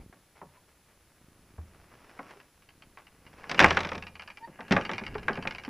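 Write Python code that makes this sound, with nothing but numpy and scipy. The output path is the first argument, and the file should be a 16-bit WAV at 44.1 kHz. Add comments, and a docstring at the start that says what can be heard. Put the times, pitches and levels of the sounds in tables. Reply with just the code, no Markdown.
"""Boots scuff gravel and boards knock lightly; a wooden shed door swings shut, slams and rattles in its
frame, then a wooden bar drops into its holders. Blows set the boards droning, latch and loose wood
tick, dry wood sticks and slips in one squeak, and the hollow shed rings on. Heard from a camera worn
by the person at the door: gear rubs it, moving air buffets it, and the slam overloads it briefly."""
import sys
import numpy as np
from scipy import signal
from scipy.fft import rfft, irfft
from scipy.io import wavfile
from scipy.ndimage import uniform_filter1d

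SR = 44100
rng = np.random.default_rng(int(sys.argv[2]) if len(sys.argv) > 2 else 0)


def unload_audio(sound):
    """Save the sound as a 16-bit wav file, at the path given as the first command line argument."""
    columns = np.transpose(np.atleast_2d(sound))
    # keep every value between -1 and 1, then stretch to whole-number steps
    steps = np.round(np.clip(columns, -1, 1) * 32767)
    wavfile.write(sys.argv[1], SR, steps.astype(np.int16))


N = 250929
TIME_S = np.arange(N) / SR

# Levels are relative within each table.
# air and microphone noise: freq_hz, level_db
HISS_COLOUR = [(59, -10), (100, -2.5), (367, -6.5), (660, -8.5), (733, -11.5), (1700, -11.5), (7510, -15),
               (9860, -17), (10500, -14.5), (11200, -17), (15000, -18)]
# left-right likeness of that noise: freq_hz, correlation
HISS_COHERENCE = [(100, 0.99), (3000, 0.94), (6000, 0.45), (9000, 0.33), (15000, 0.22)]
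# body movements pushing air: peak_s, level_db, rise_s, fall_s (a negative pair swaps rise and fall)
BODY_MOVES = [(0.0, -56, .1, .15), (1.63, -61.5, 0.5, 0.8), (2.85, -66.5, 0.1, 0.2), (3.8, -52, 0.67, .5),
              (4.8, -54, 0.1, .12), (5.12, -47.5, 0.15, 0.6), (5.47, -52, -0.1, -0.2)]
# air buffeting: freq_hz, level_db
RUMBLE_COLOUR = [(15, 0.5), (35, 2), (65, 4.5), (110, 0), (200, -3.5), (400, -11), (1500, -33), (8000, -63)]
# boots and door edge on gravel: start_s, level_db, length_s
SCUFFS = [(0.0, -57.5, 0.036), (0.348, -57.5, 0.091), (0.537, -60, 0.056), (0.682, -63, 0.038),
          (0.88, -63.5, 0.067), (1.74, -57.5, 0.025), (1.907, -59.5, 0.043), (2.289, -48.5, 0.064),
          (2.977, -53.5, 0.052), (3.335, -56, 0.016), (3.371, -55.5, 0.06)]
# gravel crunch: freq_hz, level_db
GRAVEL_COLOUR = [(60, -43), (300, -2.5), (900, 4.5), (1500, 0.5), (2300, -0.5), (3500, -12.5), (5500, -18),
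                 (8000, -28), (15000, -40)]
# gear rubbing the camera: start_s, end_s, level_db, slips_per_s
JUDDERS = [(0.0, 0.12, -58.5, 31), (1.212, 1.56, -64, 27.3), (2.726, 2.89, -65, 35),
           (3.149, 3.364, -64.5, 26)]
# one slip of gear: freq_hz, level_db
JUDDER_COLOUR = [(25, -8), (70, 4.5), (190, 1), (320, -3.5), (600, -20), (2000, -46), (8000, -66)]
# blows on door, frame and bar: start_s, level_db, bass_tilt_db_per_oct, contact_s, rebound_step_db
KNOCKS = [(.126, -14, 2, 0.00038, -7), (.415, -4, -0.5, 0.00083, -8), (1.58, -7.5, 3.5, 0.00063, -10.5),
          (2.1906, -0.5, -3.5, 0.00072, -12), (2.973, -14.5, -4, 0.00047, -12),
          (3.441, -9, -6, 0.00059, -11), (3.495, 2.5, 0, .00019, -5), (3.514, 7, 1, .00015, -16),
          (3.545, 3, 1, 0.00023, -16), (3.5925, 20, -6, 0.0004, -20), (3.6019, 22.5, 0.5, 0.00023, -1.5),
          (3.6435, 24.5, -8, 0.00067, -27), (3.7073, 14, 0, 0.00026, -16), (3.771, 15.5, -2, 0.00037, -22),
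          (3.805, 4, 0.5, 0.00017, -12), (3.8482, 5.5, 1, .00026, -7), (3.917, 7, 0.5, 0.00045, -8),
          (3.947, 3, 4, 0.00024, -4.5), (4.474, -4, 4.5, 0.00057, -15), (4.5892, -1, 0, 0.00072, -14),
          (4.606, -3.5, -0.5, 0.00034, -15), (4.7087, 16, 4.5, 0.00019, -15),
          (4.716, 17, 2.5, 0.00031, -14), (4.7222, 16.5, 1.5, 0.0002, -5), (4.765, 16.5, -2, 0.00049, -7.5),
          (4.8936, 6.5, -1.5, 0.00042, -15), (4.914, 3.5, 2, 0.00018, -5), (5.012, 3.5, 6, 0.0003, -17),
          (5.152, 3.5, -1, 0.00057, -13), (5.2824, 13, -3, 0.00051, -6), (5.373, 8.5, 4.5, 0.0003, -10),
          (5.4513, 5.5, 1, .0005, -17), (5.473, 2.5, -4, .00031, -14), (5.678, 2, 5.5, .00031, -10)]
# struck wood: freq_hz, level_db
WOOD_COLOUR = [(25, -10), (70, -10.5), (120, -6), (190, 1.5), (300, -2), (1000, 0.5), (1800, 2),
               (2300, 1.5), (3700, -5), (5600, -4), (7000, -18), (9500, -31), (15000, -49)]
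# decay of struck wood: freq_hz, t60_s
WOOD_DECAY = [(100, 0.26), (250, 0.15), (600, .11), (1800, 0.047), (5000, 0.026), (12000, 0.019)]
# slow modes of door and shed wall: freq_hz, energy_db, t60_s
BOARD_MODES = [(85, -7, 0.93), (185.7, -15, 0.84), (203.5, -25.5, 0.96), (269, -26, 0.62), (322, -35, 0.46),
               (417, -21.5, 0.7), (536, -25.5, 0.85), (593, -19, 0.85), (910, -14, 0.37),
               (1114, -13.5, 0.26), (1154, -17.5, 0.15), (1520, -23, .33), (1770, -33.5, 0.27),
               (2010, -30, 0.28), (1930, -38.5, 0.22)]
# modes of the loose bar: freq_hz, energy_db, t60_s
BAR_MODES = [(116, -14, 0.15), (219.6, -15, 0.17), (301, -15, 0.12), (409.6, -12, 0.11), (549, -13, 0.065),
             (794, -40, 0.36), (902, -6.5, 0.07), (1037, -23, 0.11), (1257, -16, 0.063), (1660, -24, 0.055),
             (1910, -19, 0.19)]
# single planks or blocks ringing: start_s, pitch_hz, level_db, t60_s
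PLANK_NOTES = [(0.415, 148, -54, 0.38), (0.415, 940, -47, 0.12), (1.582, 78.7, -31, 0.25),
               (2.192, 277, -41.5, 0.16), (2.361, 403, -50, 0.17), (3.626, 84.3, -30, 0.35),
               (4.7095, 202.4, -10, 0.073), (4.766, 561, -21.5, 0.11), (5.153, 424.5, -27, 0.1),
               (5.296, 226, -31, 0.11), (5.296, 399, -30.5, 0.14), (5.677, 255, -30.5, 0.18),
               (0.572, 996, -53, 0.075), (2.974, 1108, -41, 0.046), (5.284, 1640, -22, 0.029),
               (5.474, 2420, -22.5, 0.03)]
# door brushing the ground: peak_s, level_db, rise_s, fall_s
SWING_STROKES = [(2.3, -52, 1.05, 0.2), (3.52, -48, 0.4, 0.26)]
# wood on ground: freq_hz, level_db
SWING_COLOUR = [(60, -11), (300, 1.5), (700, 0), (1400, -1.5), (2600, -6.5), (4000, -20.5), (5500, -14.5),
                (8000, -42.5), (15000, -34)]
# latch, hinge and loose wood: start_s, level_db, ring_hz
TICKS = [(2.401, -18, 1920), (2.622, -24.5, 5500), (2.689, -20, 3160), (2.822, -16.5, 3250),
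         (3.068, -19, 2850), (3.265, -17.5, 2160), (3.5783, 1, 3000), (4.024, -5, 2660),
         (4.068, -6.5, 2970), (4.154, -11, 3000), (4.195, -6.5, 2400), (4.221, -8.5, 1730),
         (4.276, -7.5, 1720), (4.301, -9.5, 2440), (4.372, -11.5, 2390), (4.681, -13, 1700),
         (4.81, -1, 1700), (4.851, -0.5, 2410), (4.934, -1.5, 2400), (4.957, -10.5, 2410),
         (4.981, 1.5, 2420), (5.037, -7, 2480), (5.065, -1, 2340), (5.143, -11.5, 1670),
         (5.182, -7.5, 1690), (5.231, -14.5, 2410), (5.331, -6.5, 1700), (5.355, -5, 1700),
         (5.425, -5, 1700), (5.509, -2.5, 2200), (5.5484, -5.5, 3100), (5.583, -6, 2400),
         (5.636, -9.5, 1600), (5.649, -5.5, 2450)]
# one tick: freq_hz, level_db
TICK_COLOUR = [(60, -19), (300, -20), (900, -1.5), (1700, -4.5), (2900, 3.5), (3700, -2), (5000, 5),
               (7000, -14.5), (9500, -26), (15000, -41)]
# modes of the camera's case: freq_hz, energy_db, t60_s
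CASE_MODES = [(1687, -6.5, 0.132), (2420, -12.5, 0.087), (2856, -9.5, 0.059), (3130, -4.5, 0.01),
              (4070, -16, 0.033), (4650, -4, 0.042), (5600, -31, 0.033)]
# door seating, bar lifted and slid in: peak_s, level_db, rise_s, fall_s
SLIDE_STROKES = [(3.66, -26, 0.142, 0.16), (4.81, -41, 0.3, 0.16), (5.48, -49, 1.5, .5)]
# wood on wood: freq_hz, level_db
SLIDE_COLOUR = [(60, 5), (180, 13), (450, 10), (900, 3.5), (1300, 0.5), (1700, 6.5), (2400, 2), (2900, 2),
                (3700, -30), (4700, -12), (7000, -19), (15000, -51)]
# course of the squeak: time_s, pitch_hz, level_db
SQUEAK_PATH = [(4.405, 888, -67), (4.428, 911, -52), (4.45, 930, -46.5), (4.463, 932, -56.5),
               (4.48, 935, -72)]
# squeak at its loudest: harmonic, level_db
SQUEAK_PARTIALS = [(1, 6), (2, 1), (3, -42.5), (4, -22), (5, -13)]

REBOUND_SPREAD = 0.199  # share of the gap


def amp(db):
    """Decibels to gain."""
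    return 10 ** (np.asarray(db) / 20)


def unit_rms(x):
    """Scales to rms 1."""
    return x / np.sqrt(np.mean(x ** 2) + 1e-20)


def lookup(table, hz):
    """Interpolates a table over log frequency."""
    freq_hz, value = np.transpose(table)
    return np.interp(np.log(hz + 1), np.log(freq_hz + 1), value)


def add(mix, start_s, sound):
    """Mixes a sound in at start_s."""
    part = mix[max(round(start_s * SR), 0):][:len(sound)]
    part += sound[:len(part)]


def coloured(x, colour):
    """Shapes the spectrum of x, at rms 1."""
    return unit_rms(irfft(rfft(x) * amp(lookup(colour, np.fft.rfftfreq(N, 1 / SR))), N))


def causal(x, *colours, size=4096):
    """Minimum-phase filter from summed dB tables: no sound before the attack."""
    hz = abs(np.fft.fftfreq(size, 1 / SR))
    log_gain = np.log(amp(sum(lookup(colour, hz) for colour in colours)))
    response = np.exp(np.conj(signal.hilbert(log_gain)))
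    return signal.fftconvolve(x, np.fft.ifft(response).real[:size // 2])


def ring(modes, size=30000):
    """Decaying sines; dB sets the starting amplitude."""
    t = np.arange(size) / SR
    return sum(amp(db - 60 * t / t60_s) * np.sin(2 * np.pi * hz * t) for hz, db, t60_s in modes)


def resonances(modes, size=30000):
    """Impulse response of modes; dB is energy against a click's in a 1 kHz band."""
    peak = np.sqrt(8 * np.log(1000) * 1000) / SR
    return peak * ring([(hz, db - 10 * np.log10(t60_s), t60_s) for hz, db, t60_s in modes], size)


def strokes(table, rest_db):
    """Gain of movements over a resting level: up 20 dB in rise_s, down 20 dB in fall_s."""
    power = amp(rest_db) ** 2
    for peak_s, db, rise_s, fall_s in table:
        drop_db = 20 * np.maximum((peak_s - TIME_S) / rise_s, (TIME_S - peak_s) / fall_s)
        power = power + amp(db - drop_db) ** 2
    return np.sqrt(power)


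def friction(colour, slips_per_s, spread_db, smooth):
    """Tiny uneven slips over a smooth rub, at rms 1."""
    sizes = amp(spread_db * np.minimum(rng.exponential(1, N), 4))
    slips = sizes * rng.choice([-1, 1], N) * (rng.random(N) < slips_per_s / SR)
    return coloured(unit_rms(slips) + smooth * rng.standard_normal(N), colour)


def hiss(noise_db=-66.5, whine_hz=10519.5, whine_db=-77.5):
    """Quiet outdoor air and microphone hiss in stereo, with a thin electronic whine."""
    coherence = lookup(HISS_COHERENCE, np.fft.rfftfreq(N, 1 / SR))
    left, independent = rfft(rng.standard_normal((2, N)))
    right = coherence * left + np.sqrt(1 - coherence ** 2) * independent
    noise = coloured(irfft(np.array([left, right]), N), HISS_COLOUR)
    whine = np.sqrt(2) * np.sin(2 * np.pi * whine_hz * TIME_S)
    return amp(noise_db) * noise + amp(whine_db) * whine


def air_rumble():
    """Body movements push air at the camera: low buffeting."""
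    gain = amp(4) * strokes(BODY_MOVES, rest_db=-73.5)
    return gain * coloured(rng.standard_normal(N), RUMBLE_COLOUR)


def gravel_scuffs():
    """Grit crunches under short swells of pressure."""
    grit = 0.91 * friction(GRAVEL_COLOUR, slips_per_s=600, spread_db=2.5, smooth=0.59)
    pressure = np.zeros(N)
    for start_s, db, length_s in SCUFFS:
        age = np.arange(SR // 4) / (SR * length_s / 4)  # 1 at the peak
        add(pressure, start_s, amp(db) * age * np.exp(1 - age))
    return pressure * grit


def gear_judder(jitter_s=0.00206, spread_db=2.5):
    """Gear rubs the camera in soft, uneven, nearly regular slips."""
    slips = np.zeros(N)
    for start_s, end_s, db, rate_hz in JUDDERS:
        draws = rng.standard_normal((2, 40))
        for at_s, late, uneven in zip(np.arange(start_s, end_s, 1 / rate_hz), *draws):
            add(slips, at_s + jitter_s * late, [amp(db + spread_db * uneven) * np.sqrt(SR / rate_hz)])
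    bump = causal(np.ones(1), JUDDER_COLOUR)
    return signal.fftconvolve(slips, bump / np.linalg.norm(bump))[:N]


def dense_ring(decay, rise_1khz_s, size=8192, count=14):
    """Many close modes, flat in energy, bass building later than treble; decay: freq_hz, t60_s."""
    t, hz = np.arange(size) / SR, np.fft.rfftfreq(size, 1 / SR)
    centres_hz = np.geomspace(90, 14000, count)
    shares = np.array([np.interp(np.log(hz + 1), np.log(centres_hz), row) for row in np.eye(count)])
    bands = irfft(rfft(rng.standard_normal(size)) * np.sqrt(shares))
    attack = 1 - np.exp(-t * centres_hz[:, None] / (1000 * rise_1khz_s))
    bands *= attack * amp(-60 * t / lookup(decay, centres_hz)[:, None])
    bands *= np.sqrt(shares.mean(1) / (bands ** 2).sum(1))[:, None]
    return bands.sum(0) / np.linalg.norm(bands.sum(0))


def strike(hardness_db, decay, rise_1khz_s, travel_1khz_s=0.000713, dull_hz=3800):
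    """A first bending wave, treble ahead of bass, then the dense ring; energy about 1."""
    boards = rfft(dense_ring(decay, rise_1khz_s))
    hz = np.linspace(0, SR / 2, len(boards))
    crack = np.exp(-4j * np.pi * travel_1khz_s * np.sqrt(1000 * hz))
    # the top treble comes from splinters and grit, not the clean first wave
    crack_share = 1 / (1 + amp(-hardness_db) ** 2) / (1 + (hz / dull_hz) ** 4)
    return irfft(np.sqrt(crack_share) * crack + np.sqrt(1 - crack_share) * boards)


def blow(db, tilt_db_per_oct, contact_s, clack_hz=1760):
    """Wood meets wood: tilt favours bass, long contact dulls, more level at clack_hz cracks harder."""
    hz = np.geomspace(200, 5000, 9)
    shape = unit_rms(amp(-tilt_db_per_oct * np.log2(hz)) / (1 + (hz * contact_s) ** 4))
    colour = list(zip(hz, 20 * np.log10(shape)))
    hardness_db = -7.5 + 2.06 * lookup(colour, clack_hz)
    return amp(db) * causal(strike(hardness_db, WOOD_DECAY, rise_1khz_s=0.00115), WOOD_COLOUR, colour)


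def rebounds(start_s, step_db, gap_s=0.011, count=3):
    """Quick bounces after a blow, each a step weaker: time_s, relative_db."""
    gaps_s = gap_s * (1 + REBOUND_SPREAD * rng.uniform(-1, 1, count))
    return zip(start_s + np.cumsum(gaps_s), step_db * np.arange(1, count + 1))


def knocks(bar_from_s=4.4):
    """Blows wake the modes of the door, later those of the bar held against it."""
    door, bar = np.zeros((2, N))
    for start_s, db, tilt_db_per_oct, contact_s, step_db in KNOCKS:
        struck = door if start_s < bar_from_s else bar
        add(struck, start_s, blow(db, tilt_db_per_oct, contact_s))
        for at_s, relative_db in rebounds(start_s, step_db):
            add(struck, at_s, blow(db + relative_db, tilt_db_per_oct + 2.7, 0.97 * contact_s))
    for at_s, db in door_chatter():
        add(door, at_s, blow(db, tilt_db_per_oct=-0.5, contact_s=0.00022))
    boards = signal.fftconvolve(door + amp(-19) * bar, resonances(BOARD_MODES))[:N]
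    bar_ring = signal.fftconvolve(bar, resonances(BAR_MODES))[:N]
    return amp(-2) * door + amp(-2.5) * bar + amp(-4) * boards + amp(-5.5) * bar_ring


def shed_reverb(x):
    """The hollow shed rings on behind the door."""
    decay = [(100, 0.47), (500, 0.95), (2000, 0.43), (6000, 0.53), (12000, 0.44)]
    colour = [(100, -21.5), (500, -19), (2000, -18.5), (6000, -14.5), (12000, -11)]
    tail = causal(dense_ring(decay, rise_1khz_s=0.012, size=40000), colour)
    return signal.fftconvolve(x, tail)[:N]


def plank_notes():
    """A struck plank sounds its own short note, building over the first cycle."""
    out = np.zeros(N)
    for start_s, hz, db, t60_s in PLANK_NOTES:
        note = ring([(hz, db, t60_s)])
        cycles = np.arange(len(note)) * hz / SR
        add(out, start_s, -note * (1 - np.exp(-(2 * cycles) ** 2)))
    return out


def door_swing():
    """The door brushes the ground as it swings to and is pushed home."""
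    gain = amp(-2.5) * strokes(SWING_STROKES, rest_db=-68.5)
    return gain * friction(SWING_COLOUR, slips_per_s=500, spread_db=4.5, smooth=0.99)


def ticks(settle_s=0.012, settle_db=-8):
    """A loose part clicks, rings briefly, then drops back with a weaker tick."""
    out = np.zeros(N)
    for start_s, db, ring_hz in TICKS:
        late, bright = rng.uniform(-1, 1, 2)
        click = strike(hardness_db=-7, decay=[(300, 0.14), (2000, 0.038), (6000, 0.02)],
                       rise_1khz_s=0.0012)
        treble_cut = [(2200, 0), (4500, -14 + 2.5 * bright)]
        click = amp(db) * causal(click, TICK_COLOUR, treble_cut)
        own_ring = signal.fftconvolve(click, resonances([(ring_hz, -1, 0.012)], size=1000))
        tick = case_ring(click, spread_db=5) + own_ring[:len(click)]
        add(out, start_s, tick)
        add(out, start_s + settle_s * (1 + REBOUND_SPREAD * late), amp(settle_db) * tick)
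    return out


def case_ring(x, spread_db=0):
    """Short bright ring of the camera's case, colouring ticks and rubbing."""
    shifts_db = spread_db * rng.uniform(-1, 1, len(CASE_MODES))
    modes = [(hz, db + shift_db, t60_s) for (hz, db, t60_s), shift_db in zip(CASE_MODES, shifts_db)]
    return amp(-1.5) * x + amp(-2) * signal.fftconvolve(x, resonances(modes, size=6000))[:len(x)]


def wood_slide():
    """Wood rubs wood as the door seats and the bar is lifted and slid in."""
    gain = amp(-1.4) * strokes(SLIDE_STROKES, rest_db=-92)
    return gain * friction(SLIDE_COLOUR, slips_per_s=220, spread_db=3.5, smooth=0.59)


def door_chatter(start_s=3.662, gap_s=0.021, start_db=1, fade_db_per_s=30.5, spread_db=4.5, count=16):
    """The slammed door rattles in its frame in uneven, fading blows: time_s, level_db."""
    late, uneven = rng.uniform(-1, 1, (count, 2)).T
    age_s = gap_s * (np.arange(count) + 0.2 * late)
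    return zip(start_s + age_s, start_db - fade_db_per_s * age_s + spread_db * uneven)


def squeak(jitter=0.0078):
    """Stick-slip of dry wood locks into a pitch; overtones grow with pressure."""
    time_s, pitch_hz, path_db = np.transpose(SQUEAK_PATH)
    t = np.arange(time_s[0], time_s[-1], 1 / SR)
    waver = unit_rms(uniform_filter1d(rng.standard_normal(len(t)), size=200))
    cycles = np.cumsum(np.interp(t, time_s, pitch_hz) * (1 + jitter * waver)) / SR
    level_db = np.interp(t, time_s, path_db)
    overtone_db = 1.9 * (level_db - level_db.max())
    tone = sum(amp(db + overtone_db * (k > 1)) * np.sin(2 * np.pi * k * cycles)
               for k, db in SQUEAK_PARTIALS)
    out = np.zeros(N)
    add(out, time_s[0], np.sqrt(2) * amp(level_db) * tone)
    return out


def scene():
    """Wood, shed and body sounds centred, over stereo hiss."""
    swing, slide = door_swing(), wood_slide()
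    wood = knocks() + ticks() + case_ring(slide) + plank_notes() + squeak() + swing
    return wood + shed_reverb(wood) + gravel_scuffs() + gear_judder() + air_rumble() + hiss()


def record(dry):
    """The loudest cracks clip; a low-pass follows."""
    cutoff_hz = 15400
    lowpass = signal.firwin(511, cutoff_hz, window=("kaiser", 9), fs=SR)
    return signal.oaconvolve(np.clip(dry, -1, 1), lowpass[None], "same")


dry = scene()
out = record(dry)
unload_audio(out)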